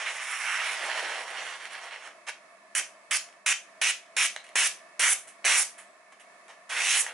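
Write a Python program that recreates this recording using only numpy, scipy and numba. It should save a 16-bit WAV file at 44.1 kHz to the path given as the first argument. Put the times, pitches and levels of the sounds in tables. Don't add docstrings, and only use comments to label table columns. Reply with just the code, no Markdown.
import sys
import numpy as np
from scipy import signal
from scipy.fft import rfft, irfft
from scipy.io import wavfile
from scipy.ndimage import uniform_filter1d, map_coordinates
from numba import njit

SR = 44100
rng = np.random.default_rng(int(sys.argv[2]) if len(sys.argv) > 2 else 0)


def master(y):
    cut = np.clip(np.atleast_2d(y).T, -1, 1)
    pcm = np.round(cut * 32767)
    wavfile.write(sys.argv[1], SR, pcm.astype(np.int16))


def attenuation_scalar(level_db):
    decades = np.asarray(level_db, float) / 20
    return 10 ** decades


N = 314433


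@njit
def svf(x, hz, width, low):
    y, b, l = np.empty(len(x)), 0., 0.
    for i in range(len(x)):
        g, k = np.tan(np.pi * hz[i] / SR), width[i] / hz[i]
        v = (b + g * (x[i] - l)) / (1 + g * (g + k))
        y[i] = (1 - low) * k * v + low * (l + g * v)
        b, l = 2 * v - b, l + 2 * g * v
    return y


def band(x, hz, width):
    width = width + np.zeros(len(x))
    once = svf(x, hz, width, 0.)
    return svf(once, hz, width, 0.) / np.sqrt(width / 28000)


def highpass(x, hz):
    return signal.sosfilt(signal.butter(2, hz, "high", fs=SR, output="sos"), x)


def walk(rate):
    hold = int(SR / rate)
    steps = np.repeat(rng.standard_normal(N // hold + 1), hold)
    return 1.97 * uniform_filter1d(uniform_filter1d(steps, hold), hold)[:N]


def bumps(table):
    t = np.arange(N) / SR
    return sum(db * np.exp(-((t - s) / half) ** 2) for s, db, half in table)


def contact(t, start, end):
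    graze_db, graze_s, land_s = -20, 0.003, 0.0005
    bite_db, bite_s, leave_s = 2.5, 0.0031, 0.004
    graze = attenuation_scalar(graze_db) * np.clip(1 + (t - start) / graze_s, 0, 1)
    bite = attenuation_scalar(bite_db * np.exp(-np.abs(t - start) / bite_s))
    land = np.clip((t - start) / land_s, 0, 1) * bite
    return np.maximum(graze, land) * np.clip(1 - (t - end) / leave_s, 0, 1)


# start_s, length_s, force_db, sharpness_db, droop_db (loss of body at the far edge)
QUICK_CUTS = [
    (2.75, 0.049, -29.5, 3, 0.5),
    (3.1092, 0.062, -24.5, -1, 4),
    (3.4607, 0.066, -22.5, -4, 0.5),
    (3.814, 0.096, -22, -6.5, 6.5),
    (4.1654, 0.1, -22.5, -4.5, 8.5),
    (4.5551, 0.12, -22.5, -4, 5),
    (4.9938, 0.14, -24.5, 0, 7.5),
    (5.4485, 0.18, -24, 0.5, 10),
]


def quick_cuts():
    gather_db, gather_s, droop_power, kept_share = 2, 0.015, 3.9, 1.27
    taut_db, slack_db_per_s = -39, 102.5
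    shake_db, shake_s = 16, 0.0089
    along = np.linspace(0, 1, num=24)
    cuts = []
    for start, length, force_db, sharp_db, droop_db in QUICK_CUTS:
        t = along * length
        lost_db = gather_db * np.exp(-t / gather_s) + droop_db * along ** droop_power
        slack_db = taut_db + slack_db_per_s * length + shake_db * np.exp(-t / shake_s) + lost_db
        cuts.append(np.column_stack([start + t, force_db - lost_db, slack_db, sharp_db + kept_share * lost_db]))
    return cuts


# time_s, force_db, slack_db (a slack sheet flaps), sharpness_db (a sharp pull sizzles)
LONG_DRAW = [
    (0.0, -30.5, -17.5, -20),
    (0.11, -33.5, -9, -10),
    (0.31, -36, -17.5, -9.5),
    (0.55, -29.5, -21, -17),
    (0.71, -32.5, -11, -13.5),
    (0.86, -33.5, -6.5, -15),
    (1.39, -35, -8, -19),
    (1.6, -42.5, -7.5, -14),
    (2.12, -42.5, -10.5, -19),
]
TIP_OUT = [
    (2.266, -50, -15, -12),
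    (2.275, -37, -13, -14),
    (2.29, -30, -6, -11),
    (2.303, -39, -14, -13),
]
LAST_DRAW = [
    (6.692, -45, -13, -3.5),
    (6.699, -32.5, -15, -5.5),
    (6.804, -28.5, -16, -8),
    (6.91, -23.5, -25, -2),
    (6.962, -25, -20.5, 0),
    (7.015, -34.5, -11, 9.5),
    (7.032, -45.5, -4, -6),
    (7.09, -40.5, -13, -22),
    (7.13, -54, -1, -32),
]
# time_s, dip_db, half_length_s
PAUSES = [(0.047, 6.5, 0.013), (0.176, 5, 0.081), (0.382, 3, 0.018), (0.782, 4, 0.047), (0.92, 1.5, 0.025),
          (1.027, 0.5, 0.02), (1.259, 8, 0.083), (1.344, 1.5, 0.022), (1.58, 8, 0.025), (1.69, 13, 0.013),
          (1.8, 4, 0.027), (1.9, 9, 0.017), (2.012, 7.5, 0.035), (2.122, 15, 0.037), (6.74, 3, 0.032)]


def strokes():
    cuts = [LONG_DRAW, TIP_OUT, *quick_cuts(), LAST_DRAW]
    t, rows = np.arange(N) / SR, np.vstack(cuts)
    touch = sum(contact(t, cut[0][0], cut[-1][0]) for cut in cuts)
    force_db, slack_db, sharp_db = (np.interp(t, rows[:, 0], column) for column in rows.T[1:])
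    dip_db = bumps(PAUSES)
    return touch, force_db - dip_db, slack_db + 0.48 * dip_db, sharp_db + 0.36 * dip_db


# time_s, left_minus_right_db, strip_length (freed share 0-1),
# body_lift_hz (by tension), roll_off (ratio to body centre)
PLACE = [(0, -7, 0.4, -150, 1.63), (0.15, -5.5, 0.18, 4, 1.4), (0.5, -11.5, 0.04, -150, 1.53),
         (0.7, -9, 0.17, -100, 1.7), (0.85, -10.5, 0.8, -100, 2.13), (1.12, -10.5, 0.58, -50, 2.4),
         (1.3, -12, 0.6, 4, 2.4), (2.1, -9, 0.4, -53, 1.65), (2.8, -3, 0.7, 0, 1.9),
         (3.15, -2.5, 0.33, 150, 1.6), (4.2, -0.5, 0.6, 150, 1.67), (5.0, -1.5, 0.55, 50, 1.9),
         (5.5, -2, 0.45, -150, 1.9), (6.8, -2.5, 0.4, -100, 1.8), (6.91, -1.5, 0.4, 300, 1.6),
         (7.02, -3.5, 0.53, -100, 1.9), (7.13, -6, 1, 2, 1.7)]


def blade_place():
    rows, t = np.array(PLACE), np.arange(N) / SR
    return [np.interp(t, rows[:, 0], column) for column in rows.T[1:]]


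def band_centres(force_db, slack_db, sharp_db, strip, lift_hz):
    flap_hz = 944 + 1.5 * (slack_db + 17) - 250 * strip
    body_hz = 2174 + lift_hz + 12.5 * (force_db + 27.5) + 8.5 * (sharp_db + 7.5)
    edge_hz = 5865 + 500 * (strip - .5) + 22 * (sharp_db + 4.5)
    sizzle_hz = 9880 + 36 * (force_db + 34.5)
    return flap_hz, body_hz, edge_hz, sizzle_hz


def snaps(grit_db, hold):
    size = np.minimum(rng.exponential(size=N // hold + 1), 5.5)
    size = np.repeat(size, hold)[:N]
    spread = np.clip(grit_db, 0, 4) * np.log(10) / 10
    return np.exp(spread * size / 2) * np.sqrt(1 - spread)


def small_events(table, rise, trim_db, edge_law):
    env = np.zeros((4, N))
    for s, db, slack_db, sharp_db, fade in table:
        i = int(s * SR)
        t = np.arange(min(N - i, SR // 4)) / SR
        tail = (1 - np.exp(-t / (rise * fade))) * attenuation_scalar(trim_db + db - 60 * t / fade)
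        edge_db = edge_law[0] + edge_law[1] * sharp_db
        env[:, i:i + len(tail)] += attenuation_scalar(np.array([[slack_db], [0], [edge_db], [sharp_db]])) * tail
    return env


# start_s, level_db, slack_db, sharpness_db
TICKS = [(0.5225, -21, -20, -25), (0.543, -18, -25, -25), (0.5485, -19, -25, -25), (0.573, -20, -25, -25),
         (1.5544, -42, -10, -14), (1.6532, -26, -30, -16), (1.7514, -27, -23, -24), (2.0738, -26, -32, -18),
         (2.2938, -22.5, -37, -20), (3.287, -41, 2.5, -18), (3.3264, -43, -20, -7), (4.3622, -19.5, -8, -9),
         (4.063, -44, -15, -14), (4.341, -36, -10, -14), (4.465, -37, -20, -12), (4.49, -38, -33, -8),
         (5.4432, -18.5, -15.5, -17), (6.481, -41, -8, -1), (6.818, -17, -27, -15), (7.043, -30, -8, -16),
         (7.0643, -17.5, -25, -17)]
# offset_db, slope (db per db of sharpness)
TICK_EDGE = (0.5, 0.7)


def crease_ticks():
    return small_events([(*row, 0.013) for row in TICKS], 0.034, -3.5, TICK_EDGE)


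# start_s, level_db, slack_db, sharpness_db, fade_s
RUSTLES = [
    (2.797, -31.5, -8, -3, 0.12),
    (3.0514, -76, 0, -9, 0.074),
    (4.3954, -46.5, -5, -7, 0.079),
    (4.4388, -40.5, -31, -5, 0.07),
    (4.4638, -49.5, -3, -4, 0.21),
    (5.2704, -43.5, -17, 8, 0.14),
    (5.777, -40, -8.5, 5, 0.15),
    (6.1174, -45.5, -2, -7, 0.086),
    (6.195, -44.5, -12.5, -0.5, 0.11),
    (6.486, -41, -2.5, -11, 0.16),
]
# offset_db, slope (db per db of sharpness)
RUSTLE_EDGE = (-9.5, -0.22)


def rustles():
    return small_events(RUSTLES, 0.071, 0.0, RUSTLE_EDGE)


# time_s, lift_db, half_length_s
FLARES = [
    (0.33, 3, 0.14),
    (2.778, 2.5, 0.0075),
    (3.124, -4, 0.0051),
    (3.165, 0, 0.0061),
    (4.59, 5, 0.011),
    (4.672, 4, 0.012),
    (5.115, 6.5, 0.022),
    (5.586, 6, 0.012),
    (6.99, 5.5, 0.037),
]
SPREAD = [0.077, 0.011, 0.11, 0.42]
PAN_SHARE = [0.067, 0.37, 0.44, 1.8]
# width_hz, level_db
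SING = [(300, -45), (500, -25), (450, -15), (600, -35)]
WIDTHS = [2240, 3550, 12100]


def sheet():
    touch, force_db, slack_db, sharp_db = strokes()
    pan_db, strip, lift_hz, roll_off = blade_place()
    centres = band_centres(force_db, slack_db, sharp_db, strip, lift_hz)
    widths = [centres[0], *WIDTHS]
    band_db = [slack_db, 0, -2.1 + 0.49 * sharp_db, sharp_db + bumps(FLARES)]
    roll_off = np.clip(roll_off + 0.04 * (slack_db + 26), 1.1, 3)
    grit_db = 0.5 + 0.056 * (-13.5 - force_db)
    grain = snaps(grit_db, hold=12)
    knock = crease_ticks() + rustles()
    out = np.zeros((2, N))
    for k in range(4):
        hz = centres[k] * (1 + 0.025 * walk(13))
        cut = touch * attenuation_scalar(force_db + band_db[k] + 0.66 * grit_db * walk(40))
        drive = np.hypot(cut, knock[k]) * grain * rng.standard_normal((3, N))
        core_hz, core_db = SING[k]
        parts = [band(d, hz, widths[k]) + attenuation_scalar(core_db) * band(d, hz, core_hz) for d in drive]
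        if k == 1:
            top = hz * roll_off
            for damping in (.5, 1.47, 1.723):
                parts = [svf(p, top, damping * top, 1.) for p in parts]
        if k == 2:
            parts = highpass(parts, 3700)
        if k == 3:
            parts = highpass(parts, 5200)
        both = np.sqrt(1 - SPREAD[k]) * parts[0] + np.sqrt(SPREAD[k]) * np.array(parts[1:])
        out += both * attenuation_scalar(PAN_SHARE[k] * np.array([pan_db, -pan_db]) / 2)
    bass_hz = 527 / 2 ** (1.42 * strip)
    for damping in (0.8, 1.8):
        out = np.array([c - 2 * svf(c, bass_hz, damping * bass_hz, .5) for c in out])
    return out


def mirror(x, lag=0.000738, sway=0.126, share=0.36):
    late = np.arange(N) - lag * SR * (1 + sway * walk(2.5))
    echo = np.array([map_coordinates(c, [late], order=3) for c in x])
    return x + share * highpass(echo, 3500)


BOUNCE = [(0, 4.54, 0.51), (0.13, 5.02, 0.2)]


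def housing(x):
    w = 2 * np.pi * np.fft.rfftfreq(N)
    gain = [(np.exp(-1j * w * lag) + share * np.exp(-1j * w * echo)) / (1 + share) for lag, echo, share in BOUNCE]
    return irfft(rfft(x) * gain, N)


# pitch_hz, decay_s (to -60 dB)
ROOM_T60 = [(300, 0.97), (800, 0.25), (2100, 0.24), (5500, 0.27), (11000, 0.25)]


def room(x, first=0.0062, level_db=-9.5):
    t, tail = np.arange(SR // 2) / SR, 0
    pitch_hz, decay_s = np.transpose(ROOM_T60)
    for hz in 250 * 2 ** np.arange(0, 5.6, .5):
        t60 = np.interp(np.log(hz), np.log(pitch_hz), decay_s)
        mid, side = (svf(rng.standard_normal(len(t)), hz + 0 * t, hz / 2.43 + 0 * t, 0.) for _ in range(2))
        fade = attenuation_scalar(-60 * t / t60) * (t > first) / np.sqrt(t60)
        tail = tail + fade * (mid + min(hz / 5400.0, .8) * side * np.array([[1], [-1]]))
    tail = tail / np.sqrt(np.sum(tail ** 2) / 2)
    return attenuation_scalar(level_db) * signal.fftconvolve(x.mean(axis=0)[None], tail, axes=1)[:, :N]


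# pitch_hz, level_db (per Hz)
FAN = [(24, -101.5), (40, -60), (172, -25.5), (194, -24.5), (349, -18.5), (508, -19.5), (643, -3.5),
       (795, -20), (1110, -9), (1540, -20), (1770, -13.5), (2900, -29.5), (11100, -32), (14400, -71),
       (22000, -120)]
# pitch_hz, width_hz, lift_db
DUCT = [(197.7, 17.4, 9.5), (693, 44, 7), (1064, 320, 0), (1756, 72, 6), (2214, 73, 11), (2596, 120, 10)]


def fan():
    level_db, hiss_pan_db, alike_hz = -56, -3.5, 1800
    f = np.maximum(np.fft.rfftfreq(N, 1 / SR), 1)
    pitch_hz, fan_db = np.transpose(FAN)
    db = np.interp(np.log(f), np.log(pitch_hz), fan_db)
    db = db + sum(lift_db / (1 + (2 * (f - hz) / width) ** 2) for hz, width, lift_db in DUCT)
    apart = np.clip(0.055 + 1 / (1 + (alike_hz / f) ** 3), 0, 1)
    same, left, right = rfft(rng.standard_normal((3, N)))
    both = np.sqrt(1 - apart) * same + np.sqrt(2 * apart) * np.array([left, right])
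    both = both * attenuation_scalar(db + hiss_pan_db * apart * np.array([[.5], [-.5]]))
    out = irfft(both, N)
    return attenuation_scalar(level_db + 1.1 * walk(6.69)) * out / np.std(out.mean(axis=0))


# start_s, level_db
THUMPS = [(2.751, -73), (3.108, -65), (3.463, -83), (3.816, -65), (4.165, -69), (4.362, -82), (4.555, -72),
          (4.994, -65), (5.264, -75.5), (5.442, -71), (6.942, -84)]


def thumps(hz=70, t60=0.15):
    env, t = np.zeros(N + SR), np.arange(SR // 5) / SR
    for s, db in THUMPS:
        i = int(s * SR)
        env[i:i + len(t)] += attenuation_scalar(db - 60 * t / t60)
    noise = rng.standard_normal((3, N))
    same, left, right = (band(x, hz + np.zeros(N), 3.1 * hz) for x in noise)
    return env[:N] * (same + 0.24 * np.array([left, right]))


# start_s, pitch_hz, level_db, length_s, glide_hz
RINGS = [
    (3.179, 6800, -36.5, 0.029, 0),
    (2.965, 7750, -72, 0.11, 550),
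    (5.85, 8450, -66, 0.11, -1000),
]


def rings():
    out = np.zeros(N)
    for s, hz, db, length, glide_hz in RINGS:
        i, t = int(s * SR), np.arange(int(length * SR)) / SR
        turns = np.cumsum(hz + glide_hz * np.sin(np.pi / 2 * t / length) ** 2) / SR
        fade = attenuation_scalar(db - 60 * t) * signal.windows.tukey(len(t), .2)
        out[i:i + len(t)] += fade * np.sin(2 * np.pi * turns)
    return out


def scene():
    near = sheet() + rings()
    return housing(mirror(near)) + room(near) + thumps() + fan()


def low_pass(x):
    return signal.sosfilt(signal.butter(12, 12360, fs=SR, output="sos"), x)


def record(dry):
    cut = signal.sosfilt(signal.ellip(12, .3, 48, 11020, fs=SR, output="sos"), dry)
    return low_pass(cut)


dry = scene()
out = record(dry)
master(out)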